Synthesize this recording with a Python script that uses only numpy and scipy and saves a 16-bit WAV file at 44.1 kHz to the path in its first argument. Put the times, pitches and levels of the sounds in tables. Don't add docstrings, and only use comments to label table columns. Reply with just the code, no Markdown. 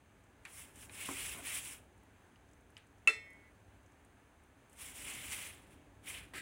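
import sys
import numpy as np
from scipy import signal
from scipy.fft import rfft, irfft, next_fast_len
from scipy.io import wavfile

SR = 44100
rng = np.random.default_rng(int(sys.argv[2]) if len(sys.argv) > 2 else 0)


def voltage_ratio(level):
    return 10 ** (np.asarray(level, float) / 20)


def file_out(sig):
    cols = np.atleast_2d(sig).T
    lim = np.clip(cols, -1, 1)
    pcm = np.round(lim * 32767).astype(np.int16)
    wavfile.write(sys.argv[1], SR, pcm)


N = 282681

# frequency [Hz], density [dB per Hz].
RUMBLE_SPECTRUM = [(15, -59), (25, -26.5), (60, 2), (124, -7), (275, -8.5), (345, -11.5), (377, -8.5),
                   (465, -13.5), (494, -13.5), (900, -17.5), (1170, -61), (1980, -120)]
# frequency [Hz], density [dB per Hz].
AIR_SPECTRUM = [(350, -28.5), (600, -3.5), (642, -4.5), (716, -5), (844, -3), (1360, -5.5), (1740, -3),
                (1860, -7.5), (2310, -8), (3480, -16.5), (5770, -27), (6340, -21.5), (9810, -19),
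                (12000, -31), (15600, -24)]
# frequency [Hz], width [Hz], level [dB].
ROOM_MODES = [(56, 6, -73.5), (76, 6, -69.5), (99, 7, -65.5), (283.5, 20, -68), (6300, 230, -88)]
# time [s], level [dB].
HAND_EFFORT = [(0.0, -68.5), (0.43, -66.5), (1.21, -59), (2.02, -66), (2.86, -67.5), (3.11, -65.5),
               (4.23, -68), (4.82, -66.5), (5.1, -59), (5.94, -64.5), (6.41, -60)]

# start [s], peak [dB], pitch [Hz].
TICKS = [(0.2394, -61.5, 7680), (0.4518, -46, 8100), (0.7582, -48, 8030), (1.6495, -37, 9000),
         (1.9789, -65, 8750), (2.0346, -63, 9500), (2.4894, -62, 6270), (2.5137, -64, 7890),
         (2.5336, -58, 7180), (2.6085, -66, 8970), (2.7033, -61.5, 10000), (2.7676, -56, 6400),
         (2.7773, -54.5, 8800), (2.8694, -62.5, 8300), (2.9831, -60.5, 6300), (3.3044, -59, 10200),
         (3.3313, -60, 9630), (3.6032, -68, 6260), (3.831, -66, 8170), (3.8616, -59, 6340),
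         (3.9205, -62, 6230), (4.0487, -59, 8700), (4.4373, -64, 9390), (4.6973, -56, 8900),
         (4.7304, -54, 8820)]
# start [s], peak [dB], pitch [Hz], tail relative level [dB], tail t60 [s].
TAPS = [
    (0.452, -40, 2350, -6.5, 0.14),
    (0.826, -51, 2920, -2.5, .08),
    (0.8958, -43, 2350, -10, 0.099),
    (2.3588, -57.5, 2900, -11, 0.054),
    (2.7678, -41.5, 2920, -18, 0.28),
]

# full at [s], hold [s], jet level [dB], mist relative level [dB], release [dB per s].
SQUEEZES = [(0.49, 0.0092, -65.5, 0.5, 120), (0.549, 0.0046, -64, 8.5, 250), (0.592, 0.016, -58, 5, 147),
            (0.772, .04, -66.5, 3, 150), (0.83, 0.0046, -64, 8, 200), (0.956, .02, -55.5, 2.5, 150),
            (1.009, 0.13, -49, 0, 60), (1.198, 0.092, -49, 2.5, 78), (1.473, 0.03, -46.5, 0.5, 150),
            (1.548, 0.021, -46.5, 4, 150), (1.661, 0.016, -54, 4.5, 300), (1.704, 0.032, -55, 4, 260),
            (4.737, .02, -75, 2.5, 200), (4.815, 0.058, -56, 4, 122), (4.968, 0.059, -55.5, 3, 100),
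            (5.072, 0.09, -50, -1, 51), (5.233, 0.047, -58, 5, 100), (5.32, 0.042, -48, 1.5, 96),
            (5.426, 0.046, -52, 0, 173), (5.727, .005, -70, -1, 200), (6.094, 0.011, -48.5, 0, 160),
            (6.149, 0.036, -51.5, -6.5, 184), (6.358, 0.025, -48.5, -5.5, 200)]
# frequency [Hz], density [dB per Hz].
JET_SPECTRUM = [(1060, -32), (1800, -8), (2120, -1), (2660, -1.5), (3250, -4.5), (4090, -13.5), (4720, -19),
                (5200, -19), (6760, -41), (11400, -120)]
# frequency [Hz], density [dB per Hz].
MIST_SPECTRUM = [(2710, -28), (4600, -13.5), (5500, -6.5), (6540, -6), (7510, -0.5), (8980, 1.5),
                 (10600, 1), (12100, -12.5), (14500, -5.5), (15600, -9)]
# frequency [Hz], density [dB per Hz].
SPLASH_SPECTRUM = [(290, -30), (500, -5), (597, -7.5), (897, -4.5), (1070, -0.5), (1300, -2), (1800, -1),
                   (2340, -35), (3960, -120)]
# frequency [Hz], density [dB per Hz].
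SPURT_SPECTRUM = [(531, -47), (900, -26), (1190, -22), (1310, 1), (1420, -13), (1580, -2), (1970, -0.5),
                  (5200, -19), (6760, -34), (11400, -120)]
SPURT_START_S = 6.3355

# start [s], level [dB], hardness [dB], thump relative level [dB].
KNOCKS = [
    (1.0877, -40.5, 4.5, 0.5),
    (1.347, -53.5, 1, 8),
    (1.386, -52, -3, 3.5),
    (6.336, -49.5, -3, 2),
]
# frequency [Hz], level [dB], t60 [s].
BOARD_MODES = [(107, -14, .15), (274, -8.5, 0.28), (372, -8, 0.28), (485, -3, 0.039), (693, -5.5, 0.097)]
# frequency [Hz], level [dB], t60 [s].
FACE_MODES = [(785, -14, 0.08), (1050, 2.5, 0.029), (1237, -4.5, 0.036), (1500, -4, 0.022)]
# frequency [Hz], density [dB per Hz].
THUMP_SPECTRUM = [(53, -39), (90, -13), (198, -8), (279, 3), (387, -6), (436, -10), (732, -8), (1500, -10),
                  (1950, -44), (3300, -120)]

# start [s], level [dB].
CLACK = [
    (3.0734, -29.5),
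    (3.0752, -20.5),
    (3.082, -28.5),
    (3.0741, -21.5),
]
# frequency [Hz], level [dB], t60 [s].
TIP_MODES = [(1290, -14, .03), (2172, -1.5, 0.03), (2650, 2.5, .065), (7000, -8, 0.01), (7800, -11, .012),
             (8750, -10, 0.012), (9750, -9, .012)]
# frequency [Hz], level [dB], t60 [s].
TONG_MODES = [(277, -29.5, 0.1), (432, -28, .3), (447.5, -27, 0.33), (598, -26, 0.2), (1302, -28, 0.32),
              (1347, -10.5, .12), (1858.5, -25, 0.66), (1935, -17, 0.16), (1983.5, -37, 1.0),
              (2006.5, -32, 1.2), (2012.7, -31.5, 1.2), (2068, -17, 0.15), (2198, -27, 1.05),
              (2255, -17, 0.098),
              (2415, -26, 0.26), (2455, -39, 0.87), (2537, -17, 0.14), (2639, -19, .3), (2661.5, -15, .3),
              (2676, -18, 0.26), (2810, -25.5, 0.16), (3160, -42.5, 1), (3540.5, -24, .36),
              (3556, -22, 0.15), (4163, -23.5, 0.3), (4172, -27, .12), (4590, -40, 0.26),
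              (5267, -37, .5), (5247, -39, .4), (5320, -31, 0.14), (6008, -41, .3), (6853, -38, .25),
                (7564, -38, .25), (7773, -31, 0.3), (8527, -42, .3), (8812, -37, .2), (9566, -38, .25),
                (9830, -36, 0.22), (11070, -44, .25), (12930, -44, .15), (15060, -39, .22)]
# frequency [Hz], density [dB per Hz].
WALL_SPECTRUM = [(250, -25.5), (442, -12.5), (731, -22), (1680, -13), (2630, -8.5), (2970, -20.5),
                 (7540, -23), (11000, -29), (12000, -44), (15600, -47)]


def rms_one(x):
    return x / np.sqrt(np.mean(x ** 2) + 1e-20)


def filtered(x, order, hz, kind):
    return signal.sosfilt(signal.butter(order, hz, kind, fs=SR, output="sos"), x)


def colour(x, spectrum):
    size = next_fast_len(N)
    hz = np.arange(size // 2 + 1) * SR / size + 1
    points = np.array(spectrum)
    gain_db = np.interp(np.log(hz), np.log(points[:, 0]), points[:, 1])
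    return rms_one(irfft(rfft(x, size) * voltage_ratio(gain_db), size)[:N])


def drift(rate_hz):
    r = np.exp(-80 * np.pi * rate_hz / SR)
    noise = rng.standard_normal(N // 40 + 2002)
    slow = signal.lfilter([1], [1, -2 * r, r * r], noise)[2000:]
    return np.interp(np.arange(N) / 40, np.arange(len(slow)), rms_one(slow))


def patchy(x, low_hz, high_hz, patchy_db, rate_hz):
    size = next_fast_len(N)
    spectrum = rfft(x, size)
    hz = np.arange(size // 2 + 1) * SR / size
    place = np.clip(np.log((hz + 1) / low_hz) / np.log(high_hz / low_hz), 0, 1) * 7
    out = np.zeros(N)
    for k in range(8):
        band = irfft(spectrum * np.clip(1 - abs(place - k), 0, 1), size)[:N]
        out += band * voltage_ratio(patchy_db * drift(rate_hz))
    return rms_one(out)


def droplets(per_s, size_db, flutter_db):
    sizes = voltage_ratio(size_db * np.minimum(rng.exponential(1, N), 3)) * rng.choice([-1, 1], N)
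    born = rng.random(N) < per_s / SR
    stream = rms_one(sizes * born) + 1.27 * rng.standard_normal(N)
    return stream * voltage_ratio(flutter_db * drift(64))


def ring(x, hz, t60_s):
    r = voltage_ratio(-60 / (t60_s * SR))
    w = 2 * np.pi * hz / SR
    return signal.lfilter([0, np.sin(w)], [1, -2 * r * np.cos(w), r * r], x + 1e-18)


def strike(events, modes, spread_db, contact_hz):
    at = np.array([round(row[0] * SR) for row in events])
    blow_db = np.array(events)[:, 1]
    start, out = at.min(), np.zeros(N)
    luck = rng.standard_normal((len(events), len(modes)))
    for k, (hz, level_db, t60_s) in enumerate(modes):
        clicks = np.zeros(min(N, at.max() + SR) - start)
        clicks[at - start] = voltage_ratio(blow_db + level_db + spread_db * luck[:, k]) * (-1) ** k
        out[start:start + len(clicks)] += ring(clicks, hz, t60_s)
    return filtered(out, 1, contact_hz, "low")


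def puff(at_s, rise_s, t60_s, width_s):
    out = np.zeros(N + SR)
    t = np.arange(round(width_s * SR)) / SR
    out[round(at_s * SR):][:len(t)] = (1 - np.exp(-t / rise_s)) * voltage_ratio(-60 * t / t60_s)
    return out[:N]


def room():
    hand_db = np.interp(np.arange(N) / SR, *np.transpose(HAND_EFFORT))
    white = rng.standard_normal((3, N))
    modes = np.zeros(N)
    for hz, width_hz, level_db in ROOM_MODES[:-1]:
        modes += voltage_ratio(level_db + 62.0) * rms_one(ring(white[2], hz, 2.2 / width_hz))
    rumble = voltage_ratio(hand_db + 2.5) * rms_one(colour(white[0], RUMBLE_SPECTRUM) + 0.71 * modes)
    hz, width_hz, level_db = ROOM_MODES[-1]
    whistle = voltage_ratio(level_db) * rms_one(ring(white[0], hz, 2.2 / width_hz))
    air_db = -70 + 0.23 * (hand_db - hand_db.min()) + 0.5 * drift(2.5)
    return rumble + whistle + voltage_ratio(air_db) * colour(white[1], AIR_SPECTRUM)


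def ticks():
    out, noise = np.zeros(N), rng.standard_normal(N)
    fall = voltage_ratio(-60 * np.arange(900) / SR / 0.03)
    for start_s, peak_db, hz in TICKS:
        i = round((start_s - 0.0006) * SR)
        burst = noise[i:i + 900] * fall
        out[i:i + 900] += voltage_ratio(peak_db - 2) * (0.55 * ring(burst, hz, 0.00084) + 0.18 * burst)
    return filtered(out, 2, [6800, 14000], "band")


def taps():
    out, t = np.zeros(N), np.arange(SR // 4) / SR
    noise = rng.standard_normal((len(TAPS), len(t)))
    click = np.zeros(len(t))
    click[[0, 70]] = 1, 0.6
    for hiss, (start_s, peak_db, hz, tail_db, t60_s) in zip(noise, TAPS):
        body = ring(click, hz, 0.014)
        body += 0.2 * ring(click, 1.25 * hz, 0.005)
        body += 0.29 * ring(click, 1.65 * hz, 0.012)
        scrape = rms_one(ring(hiss, 0.87 * hz, 0.0015)) + 0.15 * hiss
        tail = scrape * (1 - np.exp(-t / 0.0014)) * voltage_ratio(-60 * t / t60_s)
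        out[round(start_s * SR):][:len(t)] += voltage_ratio(peak_db) * (body + voltage_ratio(tail_db) * tail)
    return filtered(out, 2, [1100, 11000], "band")


def pressure(extra_db, release):
    press_db_per_s, ease_db_per_s2 = 124, 4500
    t = np.arange(0, N + 32, 32) / SR
    power = 1e-15
    for (full_s, hold_s, jet_db, _, fall_db_per_s), more_db in zip(SQUEEZES, extra_db):
        early = np.maximum(full_s - t, 0)
        late = np.maximum(t - full_s - hold_s, 0)
        loss_db = press_db_per_s * early + ease_db_per_s2 * early ** 2 + release * fall_db_per_s * late
        opened = (t > SPURT_START_S) | (full_s < SPURT_START_S)
        power = power + opened * voltage_ratio(jet_db + more_db - loss_db) ** 2
    return np.interp(np.arange(N), np.arange(len(t)) * 32, 10 * np.log10(power))


def spray():
    shared = voltage_ratio(0.86 * drift(39))
    jet = colour(droplets(6000, size_db=2.5, flutter_db=0.37) * shared, JET_SPECTRUM)
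    jet = patchy(jet, 1620, 5170, patchy_db=1.5, rate_hz=28)
    mist = colour(droplets(9000, size_db=3.5, flutter_db=-0.75) * shared, MIST_SPECTRUM)
    mist = patchy(mist, 4300, 15700, patchy_db=1.5, rate_hz=20)
    splash = colour(rng.standard_normal(N) * shared, SPLASH_SPECTRUM)
    last = np.arange(N) / SR > SPURT_START_S
    spurt = colour(rng.standard_normal(N) * shared, SPURT_SPECTRUM)
    jet = np.where(last, voltage_ratio(2.0) * spurt, jet)
    splash = np.where(last, 0.25 * splash, splash)
    jet_db = pressure(np.zeros(len(SQUEEZES)), release=1)
    mist_db = pressure(np.array(SQUEEZES)[:, 3], release=1.14)
    splash_db = -59.5 + 0.7 * (jet_db + 49)
    return voltage_ratio(jet_db + 0.3) * jet + voltage_ratio(mist_db + 1.3) * mist + voltage_ratio(splash_db) * splash


def knocks():
    face_blows = [(start_s, level_db + hard_db) for start_s, level_db, hard_db, _ in KNOCKS]
    shake = np.zeros(N)
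    for start_s, level_db, _, thump_db in KNOCKS:
        shake += voltage_ratio(level_db + thump_db) * puff(start_s, 0.01, 0.16, 0.4)
    board = strike(KNOCKS, BOARD_MODES, spread_db=3.0, contact_hz=3000)
    face = strike(face_blows, FACE_MODES, spread_db=-0.5, contact_hz=5000)
    return board + face + shake * colour(rng.standard_normal(N), THUMP_SPECTRUM)


def tongs():
    grip_s, grip_db_per_s = 3.48, 250
    tips = voltage_ratio(-0.5) * strike(CLACK, TIP_MODES, spread_db=3.0, contact_hz=12000)
    tips = filtered(tips, 2, 900, "high")
    free_modes = TONG_MODES
    arms = voltage_ratio(1.0) * strike(CLACK[1:2], free_modes, spread_db=-1.5, contact_hz=14000)
    gripped = voltage_ratio(-grip_db_per_s * np.clip(np.arange(N) / SR - grip_s, 0, 1))
    echoes = colour(droplets(1500, size_db=4.5, flutter_db=0.5), WALL_SPECTRUM)
    echoes = patchy(echoes, 2000, 16000, patchy_db=1.0, rate_hz=15)
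    start_s = CLACK[0][0]
    fade = voltage_ratio(-42) * puff(start_s, 0.001, 0.06, 1) + voltage_ratio(-37.5) * puff(start_s, 0.006, 0.25, 1)
    return filtered(tips + arms * gripped + echoes * fade, 2, 230, "high")


def scene():
    return (room() + ticks() + taps() + spray() + knocks() + tongs())[None]


def low_pass(x):
    return signal.sosfilt(signal.butter(12, 16470, fs=SR, output="sos"), x)


def record(dry):
    mix = filtered(dry, 2, 38, "high")
    mix = signal.sosfilt(signal.ellip(12, 0.5, 70, 15850, fs=SR, output="sos"), mix)
    return low_pass(mix)


dry = scene()
out = record(dry)
file_out(out)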